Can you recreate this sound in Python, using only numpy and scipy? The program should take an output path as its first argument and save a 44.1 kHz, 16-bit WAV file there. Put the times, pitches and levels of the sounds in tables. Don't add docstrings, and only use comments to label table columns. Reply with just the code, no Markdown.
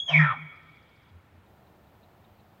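import sys
import numpy as np
from scipy import signal
from scipy.fft import rfft, irfft, next_fast_len
from scipy.io import wavfile

SR = 44100
rng = np.random.default_rng(int(sys.argv[2]) if len(sys.argv) > 2 else 0)


def put_to_file(sound):
    columns = np.atleast_2d(sound).T
    safe = np.clip(columns, -1, 1)
    whole_steps = np.round(safe * 32767)
    wavfile.write(sys.argv[1], SR, whole_steps.astype(np.int16))


N = 114660
PRE_ROLL = SR // 2
T = np.arange(-PRE_ROLL, N) / SR


def amp(db):
    return 10 ** (np.asarray(db) / 20)


def unit(x):
    return x / np.sqrt(np.mean(x ** 2) + 1e-20)


def curves(rows):
    times, *columns = np.transpose(rows)
    return [np.interp(T, times, column) for column in columns]


def swell(start, length, db):
    return amp(db) * np.sin(np.pi * np.clip((T - start) / length, 0, 1))


def noise():
    return rng.standard_normal(len(T))


def filtered(x, order, hz, kind="low"):
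    return signal.sosfilt(signal.butter(order, hz, kind, fs=SR, output="sos"), x)


def wander(rate_hz):
    return unit(filtered(noise(), 4, rate_hz))


def resonate(x, hz, width_hz):
    r = np.exp(-np.pi * width_hz * np.pi / 2 / SR)
    section = [(1 - r * r) / 2, 0, (r * r - 1) / 2, 1, -2 * r * np.cos(2 * np.pi * hz / SR), r * r]
    return unit(signal.sosfilt([section, section], x))


def eq(x, points):
    hz, db = np.transpose(points)
    size = next_fast_len(len(x) + PRE_ROLL)
    bins_hz = np.maximum(np.fft.rfftfreq(size, 1 / SR), 1)
    gain = amp(np.interp(np.log(bins_hz), np.log(hz), db))
    return irfft(rfft(x, size) * gain, size)[:len(x)]


# frequency in Hz, relative level in dB.
EARLY_HUSH_EQ = [(25, -29.5), (50, -11.5), (90, -0.5), (130, -5.5), (210, -9), (400, -14.5), (700, -15.5),
                 (1300, -19), (2300, -24), (3700, -31.5), (5500, -41), (11500, -44.5), (16000, -60.5)]
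LATE_HUSH_EQ = [(15, -56), (25, -28), (38, -13), (58, -19), (75, -4), (97, -2), (139, -8), (210, -7.5),
                (245, -15), (342, -12.5), (503, -15.5), (720, -12), (1330, -23), (3030, -31), (3920, -33.5),
                (5470, -41.5), (11500, -45), (15000, -69), (22000, -120)]

def hush():
    crossfade_s = (1.42, 1.49)
    blend = np.interp(T, crossfade_s, [0, 1])
    hiss = amp(np.interp(T, crossfade_s, [-80, -74.5])) * unit(filtered(noise(), 12, 12290, "high"))
    early = amp(-59.5) * unit(eq(noise(), EARLY_HUSH_EQ))
    late = amp(-58) * unit(eq(noise(), LATE_HUSH_EQ))
    return np.sqrt(1 - blend) * early + np.sqrt(blend) * late + hiss


def far_trill():
    starts, pip_s = .553 + .0665 * np.arange(9), .022
    sounding = (T > starts[0]) & (T < starts[-1] + pip_s)
    buzz = amp(-73) * sounding * resonate(noise(), hz=3340, width_hz=460)
    pips = sum(swell(start, pip_s, db=-77) for start in starts)
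    return buzz + pips * resonate(noise(), hz=4750, width_hz=640)


# start in seconds, length in seconds, level in dB, pitch in Hz.
FAINT_TICKS = [(1.455, .016, -71.5, 3920), (1.664, .016, -72.5, 3850), (1.865, .02, -77, 3800),
               (2.027, 0.023, -69, 3860), (2.239, 0.019, -69, 3600), (2.383, .035, -71, 3880)]

def ticks():
    grain, track = noise(), 0
    for start, length, db, hz in FAINT_TICKS:
        upper = resonate(grain, hz, width_hz=305)
        lower = amp(-4.5) * resonate(grain, .682 * hz, width_hz=305)
        track += swell(start, length, db) * (upper + lower)
    return track


# start in seconds, length in seconds, level in dB, pitch in Hz.
SOFT_THUDS = [(0.36, 0.036, -54, 250.3), (1.097, .12, -51, 87.8), (1.301, 0.11, -54, 87.8),
              (2.022, 0.04, -60, 90), (2.385, 0.028, -56, 90.4)]

def thuds():
    track = 0
    for start, length, db, hz in SOFT_THUDS:
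        body = np.sqrt(2) * np.sin(2 * np.pi * hz * T)
        track += swell(start, length, db) * (body + .21 * resonate(noise(), hz, width_hz=62))
    return track


# delay in
# seconds, send level in dB, build-up in seconds, # time to die by 60 dB in seconds, bass shelf in dB.
SCATTERERS = [(.005, -13, 0.0017, 0.14, -12), (.03, -13.5, 0.0078, 0.4, -5.5), (.2, -27, .015, 0.39, -8),
              (0.291, -30.5, 0.1, .4, -14), (.48, -40, 0.12, .55, -10.5), (.72, -47.5, 0.065, 1.4, -4)]
# frequency in Hz, gain in dB.
TREE_EQ = [(60, -11), (155, -6.5), (400, 6), (900, -5.5), (1300, -2.5), (1800, -7.5), (2350, 5.5),
           (2750, -6.5), (3350, 2.5), (4500, -7.5), (6600, -1.5), (9000, -11.5)]

def tree_echoes(call):
    t, response = T - T[0], 0
    for delay, db, rise, t60, bass_db in SCATTERERS:
        age = np.maximum(t - delay, 0)
        scatter = noise() * np.minimum(age / rise, 1) * amp(-60 * age / t60)
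        scatter = unit(scatter) / np.sqrt(len(t))
        air_cutoff_hz = min(2540 / np.sqrt(delay), SR / 3)
        scatter = filtered(scatter, 2, air_cutoff_hz)
        response += amp(db) * eq(scatter, [(200, bass_db), (800, 0)])
    return eq(signal.fftconvolve(call, response)[:len(T)], TREE_EQ)


# delay in seconds, level in dB, low-pass cutoff in Hz.
SLAPS = [(0.028, -17, 1999), (.228, -27.5, 500), (.49, -42.5, 697)]

def slapback(call):
    return sum(amp(db) * np.interp(T - delay, T, filtered(call, 1, hz)) for delay, db, hz in SLAPS)


# time in seconds, gain in dB.
RASP_FADER = [(.065, -75), (.088, -39.5), (.115, -32), (.16, -33), (.21, -35), (.25, -32.5), (.31, -37.5),
              (.335, -41), (.38, -79.5)]
# centre in Hz, width in Hz, relative level in dB with the mouth open,
# the same with it closing.
FORMANTS = [(363.3, 68.7, -25, -45.5), (666, 120, 0.5, -9.5), (980, 120, -2.5, 0), (1338, 140, -10.5, 7.5),
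            (1810, 46, -6.5, 3), (2297, 250, -4.5, -1.5), (3220, 470, -2, -7.5), (3680, 200, -16.5, -24.5)]
# time in seconds, level in dB.
LIP_HISS = [(.07, -86), (.098, -56.5), (.15, -59.5), (.205, -58), (.26, -72.5), (.35, -102)]
# frequency in Hz, relative level in dB.
LIP_EQ = [(2500, -44.5), (4250, -22), (4750, -5), (5250, -1.5), (6100, -7), (7100, -19), (7600, -16),
          (8200, -29), (11000, -40)]

def rasp(fold_phase):
    rasp_db, = curves(RASP_FADER)
    hiss_db, = curves(LIP_HISS)
    closing = np.interp(T, (.17, .2), [0, 1])
    breath = noise() * (1 + .27 * np.sin(fold_phase))
    throat = sum(amp(open_db + (closed_db - open_db) * closing) * resonate(breath, hz, width)
                 for hz, width, open_db, closed_db in FORMANTS)
    throat = amp(-5) * filtered(throat, 10, (340, 3620), "band")
    return amp(rasp_db) * throat + amp(hiss_db) * unit(eq(breath, LIP_EQ))


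# time in seconds, pitch in Hz, level in dB, roughness from 0 to 1.
WHISTLE_PATH = [(-.3, 3375, -27, .04), (-.16, 3330, -21, 0.1), (-.04, 3350, -29, 0.04),
                (.008, 3310, -31.5, 0), (.024, 3295, -43.5, 0.01), (.07, 3280, -63.5, 0.08),
                (.083, 3235, -32.5, 0.1), (.096, 3170, -24.5, 0), (.106, 2900, -40, 0.25),
                (.13, 2500, -34.5, .2), (.141, 2275, -17, 0.08), (.155, 2235, -17, 0.2),
                (.184, 2190, -21, .4), (.195, 1895, -18, 0.2), (.243, 1800, -26.5, 0.5),
                (.268, 1350, -26.5, .35), (.314, 1290, -28.5, .3), (.332, 1030, -33, 0.42),
                (.345, 855.5, -42, 0.54), (.37, 800, -83, 0)]
# time in seconds, level of the second harmonic in dB.
WHISTLE_EDGE = [(-.1, -47.5), (.01, -57.5), (.05, -62), (.092, -57), (.115, -72), (.15, -84), (.2, -98)]

def whistle(fold_phase):
    jitter, shimmer_db, flutter_depth, fray_depth = .05, 4.5, .81, 1.6
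    shake_hz, fray_hz = 220, 239
    hz, db, rough = curves(WHISTLE_PATH)
    edge_db, = curves(WHISTLE_EDGE)
    shaken_hz = hz * (1 + jitter * rough * wander(shake_hz))
    phase = 2 * np.pi * np.cumsum(shaken_hz) / SR
    overtones = amp(edge_db) * (np.sin(2 * phase) + amp(-17.5) * np.sin(3 * phase))
    noise_band = wander(fray_hz) * np.sin(phase) + wander(fray_hz) * np.cos(phase)
    fray = fray_depth * rough
    tone = (np.sin(phase) + fray * noise_band) / np.sqrt(1 + 2 * fray ** 2)
    level = amp(db + shimmer_db * rough * wander(shake_hz))
    flutter = 1 + flutter_depth * rough * np.sin(fold_phase)
    return np.sqrt(2) * (level * flutter * tone + overtones)


# time in seconds, pitch in Hz, level in dB.
FOLD_NOTE = [(.08, 152, -74.5), (.1, 152, -50.5), (.125, 153, -32.5), (.165, 155, -22), (.2, 156, -16.5),
             (.235, 153, -18.5), (.26, 145, -28), (.285, 135, -44), (.305, 128, -36.5), (.335, 120, -44),
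             (.37, 115, -85)]

def elk_bugle():
    hz, db = curves(FOLD_NOTE)
    fold_phase = 2 * np.pi * np.cumsum(hz) / SR
    low_note = np.sqrt(2) * amp(db) * np.sin(fold_phase)
    return low_note + whistle(fold_phase) + rasp(fold_phase)


def scene():
    call = elk_bugle()
    mix = call + slapback(call) + tree_echoes(call) + thuds() + ticks() + far_trill() + hush()
    return mix[None, PRE_ROLL:]


def record(dry):
    fade_in = np.sin(np.pi / 2 * np.minimum(T[PRE_ROLL:] / .002, 1)) ** 2
    top_cut = signal.ellip(10, .1, 80, 15750, fs=SR, output="sos")
    return signal.sosfilt(top_cut, dry * fade_in)


dry = scene()
out = record(dry)
put_to_file(out)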